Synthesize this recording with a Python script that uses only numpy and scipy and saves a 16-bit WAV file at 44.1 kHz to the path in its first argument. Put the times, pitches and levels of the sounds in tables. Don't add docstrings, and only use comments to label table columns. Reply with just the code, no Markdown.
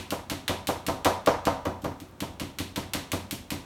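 import sys
import numpy as np
from scipy import signal
from scipy.fft import rfft, irfft
from scipy.io import wavfile

SR = 44100
rng = np.random.default_rng(int(sys.argv[2]) if len(sys.argv) > 2 else 0)


def volts_from_decibels(level):
    exponent = np.asarray(level, float) / 20
    return 10 ** exponent


def unload_audio(sound):
    columns = np.transpose(np.atleast_2d(sound))
    steps = np.round(np.clip(columns, -1, 1) * 32767)
    wavfile.write(sys.argv[1], SR, steps.astype(np.int16))


N = 160965


def read(points, hz):
    f, value = np.transpose(points)
    return np.interp(np.log(hz + 1), np.log(f + 1), value)


def unit(x):
    return x / np.max(abs(x))


def add(mix, s, sound):
    part = mix[round((s + 1) * SR):][:len(sound)]
    part += sound[:len(part)]


def click(db):
    log_size = np.log(volts_from_decibels(np.concatenate([db, db[-2:0:-1]])))
    spectrum = np.exp(np.conj(signal.hilbert(log_size)))
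    return np.fft.ifft(spectrum).real[:2048]


def ring(x, modes):
    out = np.zeros(len(x))
    for k, (hz, width_hz, db) in enumerate(modes):
        r = np.exp(-np.pi * width_hz / SR)
        angle = 2 * np.pi * hz / SR
        mode = signal.lfilter([np.sin(angle)], [1, -2 * r * np.cos(angle), r * r], x)
        out += (-1) ** k * volts_from_decibels(db) * mode
    return out


def tick(bright_db, ping_hz):
    # (frequency [Hz], level [dB])
    edge_spectrum = [(150, -24), (700, -8.5), (1600, -4.5), (2500, 0), (4300, 0), (6900, -6), (13700, -7),
                     (16000, -18.5)]
    chatter_s, chatter_db, chatter_per_s = 0.008, -3.5, 2500
    ping_width_hz, ping_db = 590, -31.5
    hz = np.fft.rfftfreq(4096, 1 / SR)
    contact = click(read(edge_spectrum, hz) + bright_db * np.log2(hz / 4000 + 0.15))
    contact = unit(contact + ring(contact, [(ping_hz, ping_width_hz, ping_db)]))

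    t = np.arange(600) / SR
    draw = rng.random((600, 2))
    hits = (draw[:, 0] < chatter_per_s / SR) * (2 * draw[:, 1] - 1)
    swell = np.exp(-abs(t - 0.0013) / chatter_s) * np.minimum(t / 0.0015, 1)
    landing = np.arange(600) == 55
    return np.convolve(landing, contact), np.convolve(volts_from_decibels(chatter_db) * hits * swell, contact)


def thump():
    # (frequency [Hz], width [Hz], level [dB])
    counter_modes = [(97, 14.6, -6), (128, 56, -25), (223, 11, -6), (249.8, 20, 6.5), (277, 90, -19),
                     (418, 40, -3.5)]
    push_ms, press_lead_s, press_db = 0.9, 0.01027, -12.5
    t = np.arange(-900, 9000) / SR
    u = t * 1000 / push_ms
    v = (t + press_lead_s) * 1000 / push_ms
    weight = u * np.exp((1 - u ** 2) / 2)
    press = v * np.exp((1 - v ** 2) / 2)
    push = weight + volts_from_decibels(press_db) * press
    return push + volts_from_decibels(-53) * ring(push, counter_modes)


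def slap():
    # (frequency [Hz], level [dB])
    slap_spectrum = [(120, -21.5), (480, 1.5), (950, -7), (1350, -5), (1700, -11), (3000, -18.5),
                     (6000, -22), (15000, -62)]
    # (frequency [Hz], width [Hz], level [dB])
    mat_modes = [(507.3, 63, -3), (553.5, 28.3, -4), (670.5, 39.7, 1), (750, 41, 2.5), (866.6, 16, -7),
                 (904, 24, -1), (982.7, 32, 3), (1038, 19, -5.5), (1217.6, 38, -2), (1271, 24, -7.5),
                 (1408, 29, -33.5)]
    flutter_s, flutter_db = 0.0088, -12.5
    landing = np.pad(click(read(slap_spectrum, np.fft.rfftfreq(4096, 1 / SR))), (0, 7000))
    landing = -unit(landing + volts_from_decibels(-36.5) * ring(landing, mat_modes))

    t = np.arange(1500) / SR
    draw = rng.standard_normal((len(t), 2))
    flutter = volts_from_decibels(flutter_db) * (draw[:, 0] > 1.3) * draw[:, 1] * np.exp(-t / flutter_s)
    return landing, np.convolve(flutter, landing[:2048])


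def sticky():
    crackle = np.diff(rng.standard_normal(202) ** 3, 2)
    return unit(crackle * np.hanning(200))


def echoes(x):
    # (delay [ms], level [dB])
    reflections = [(1.7, -3.5), (3.6, 4), (6.2, -15), (10.5, -17), (13.5, 0.5), (17.2, -16.5), (21.2, -5),
                   (27.5, -24)]
    dull_hz = 5200
    taps = np.zeros(2000)
    for ms, db in reflections:
        taps[round(ms * SR / 1000)] = volts_from_decibels(db)
    r = np.exp(-2 * np.pi * dull_hz / SR)
    return signal.lfilter([1 - r], [1, -r], signal.oaconvolve(x, taps)[:len(x)])


def tail(x):
    # (frequency [Hz], time to fall 60 dB [s])
    decay_times = [(80, 0.62), (210, 0.29), (560, 0.43), (1470, 0.43), (3880, 0.4), (10200, 0.33),
                   (16000, 0.21)]
    rise_s, early_s, early_db = 0.0066, 0.0054, 7
    hz, t, z = signal.stft(rng.standard_normal(SR), SR, nperseg=512)
    fall = volts_from_decibels(-60 * t / read(decay_times, hz)[:, None])
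    h = signal.istft(z * fall, SR, nperseg=512)[1]
    t = np.arange(len(h)) / SR
    h = h * (1 - np.exp(-t / rise_s)) * volts_from_decibels(early_db * np.exp(-t / early_s))
    return signal.fftconvolve(x, h / np.linalg.norm(h))[:len(x)]


def rumble():
    # (frequency [Hz], level [dB per Hz])
    rumble_spectrum = [(20, -35), (45, -0.5), (95, -6), (250, -5.5), (500, -11.5), (1200, -18.5),
                       (2000, -26.5), (14000, -41)]
    shape = volts_from_decibels(read(rumble_spectrum, np.fft.rfftfreq(N, 1 / SR)))
    x = irfft(rfft(rng.standard_normal(N)) * shape, N)
    return volts_from_decibels(-50.5) * x / np.std(x)


def scene():
    # (time [s], edge tick [dB], thump [dB], tick brightness [dB per octave], blade ping [Hz])
    strokes = [(0.1048, -19, -34.5, 1.2, 3000), (0.2977, -17, -34, -1.2, 1870),
               (0.4787, -14, -31, -1.9, 3750), (0.6704, -15.5, -32.5, 1.2, 4000),
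               (0.8644, -17.5, -31.5, 0.5, 1930), (1.046, -13, -30, 0, 2030), (1.26, -19.5, -29, 0.7, 1810),
               (1.4524, -19.5, -29, 0, 1830), (1.6517, -30, -31.5, 3, 1720), (1.8186, -38, -39, 2, 1690),
               (1.8412, -30.5, -33.5, 3, 1720), (2.0007, -33.5, -43, 0.8, 2680),
               (2.2034, -22, -33, -0.3, 3580), (2.397, -21, -34, -1.1, 3250),
               (2.5854, -18, -33.5, -0.6, 4450), (2.759, -18, -32, -1.6, 1950),
               (2.9342, -14.5, -33.5, -1, 1940), (3.117, -16, -30.5, 0.5, 2470),
               (3.309, -17.5, -36, 1.8, 3280), (3.5033, -18.5, -32.5, -0.2, 2560)]
    earlier_stroke = (-0.03, -20, -39, -2, 2950)
    # (time [s], level [dB])
    mat_slaps = [(0.122, -22.5), (0.315, -30.5), (0.494, -21), (0.688, -18.5), (0.885, -20), (1.056, -11.5),
                 (1.274, -10.5), (1.469, -14.5), (1.656, -20.5), (1.846, -22.5), (2.224, -29.5),
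                 (2.405, -33), (2.602, -35.5), (2.771, -29), (2.947, -29.5), (3.132, -25), (3.326, -39),
                 (3.516, -32)]
    earlier_slap = (-0.055, -30.5)
    # (time [s], level [dB])
    crackles = [
        (1.918, -44),
        (2.013, -43),
        (2.087, -47),
        (2.096, -48),
        (2.111, -42),
    ]
    tick_db, thump_db, slap_db = 4.12, 10, 1
    thump_lag_s, slap_lead_s = 0.01981, 0.00102
    ticks, thumps, slaps = np.zeros((3, 3, N + SR))
    close = np.zeros(N + SR)

    for k, (s, edge_db, weight_db, bright_db, ping_hz) in enumerate([earlier_stroke] + list(strokes)):
        landing, chatter = tick(bright_db, ping_hz)
        add(ticks[k % 3], s, volts_from_decibels(edge_db + tick_db) * landing)
        add(close, s, volts_from_decibels(edge_db + tick_db) * chatter)
        add(thumps[k % 3], s + thump_lag_s - 900 / SR, volts_from_decibels(weight_db + thump_db) * thump())
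    for k, (s, db) in enumerate([earlier_slap] + list(mat_slaps)):
        landing, flutter = slap()
        add(slaps[k % 3], s - slap_lead_s, volts_from_decibels(db + slap_db) * landing)
        add(close, s - slap_lead_s, volts_from_decibels(db + slap_db) * flutter)
    for s, db in crackles:
        add(close, s - 0.002, volts_from_decibels(db) * sticky())

    into_room = ticks + volts_from_decibels(-5) * thumps + slaps
    room = volts_from_decibels(5) * sum(tail(row) for row in into_room)
    near = echoes((volts_from_decibels(-3.5) * ticks + slaps).sum(0))
    mix = (ticks + thumps + slaps).sum(0) + close + near + room
    return (mix[SR:] + rumble())[None]


def top_cut(x):
    return signal.sosfilt(signal.butter(12, 16990, fs=SR, output="sos"), x)


def record(dry):
    # (frequency [Hz], width [Hz], depth [dB])
    notches = [(437, 15, -17.5), (4920, 350, -5), (10400, 310, -7)]
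    low_cut_hz, band_edge_hz = 43.7, 17800
    hz = np.fft.rfftfreq(8192, 1 / SR)
    db = sum(depth / (1 + (2 * (hz - f) / width_hz) ** 2) for f, width_hz, depth in notches)
    db = db - np.clip((hz - band_edge_hz) / 8, 0, 31)
    cut = signal.lfilter(*signal.butter(2, low_cut_hz, "high", fs=SR), dry)
    heard = signal.oaconvolve(cut, click(db)[None], axes=1)[:, :N]
    return top_cut(heard)


dry = scene()
out = record(dry)
unload_audio(out)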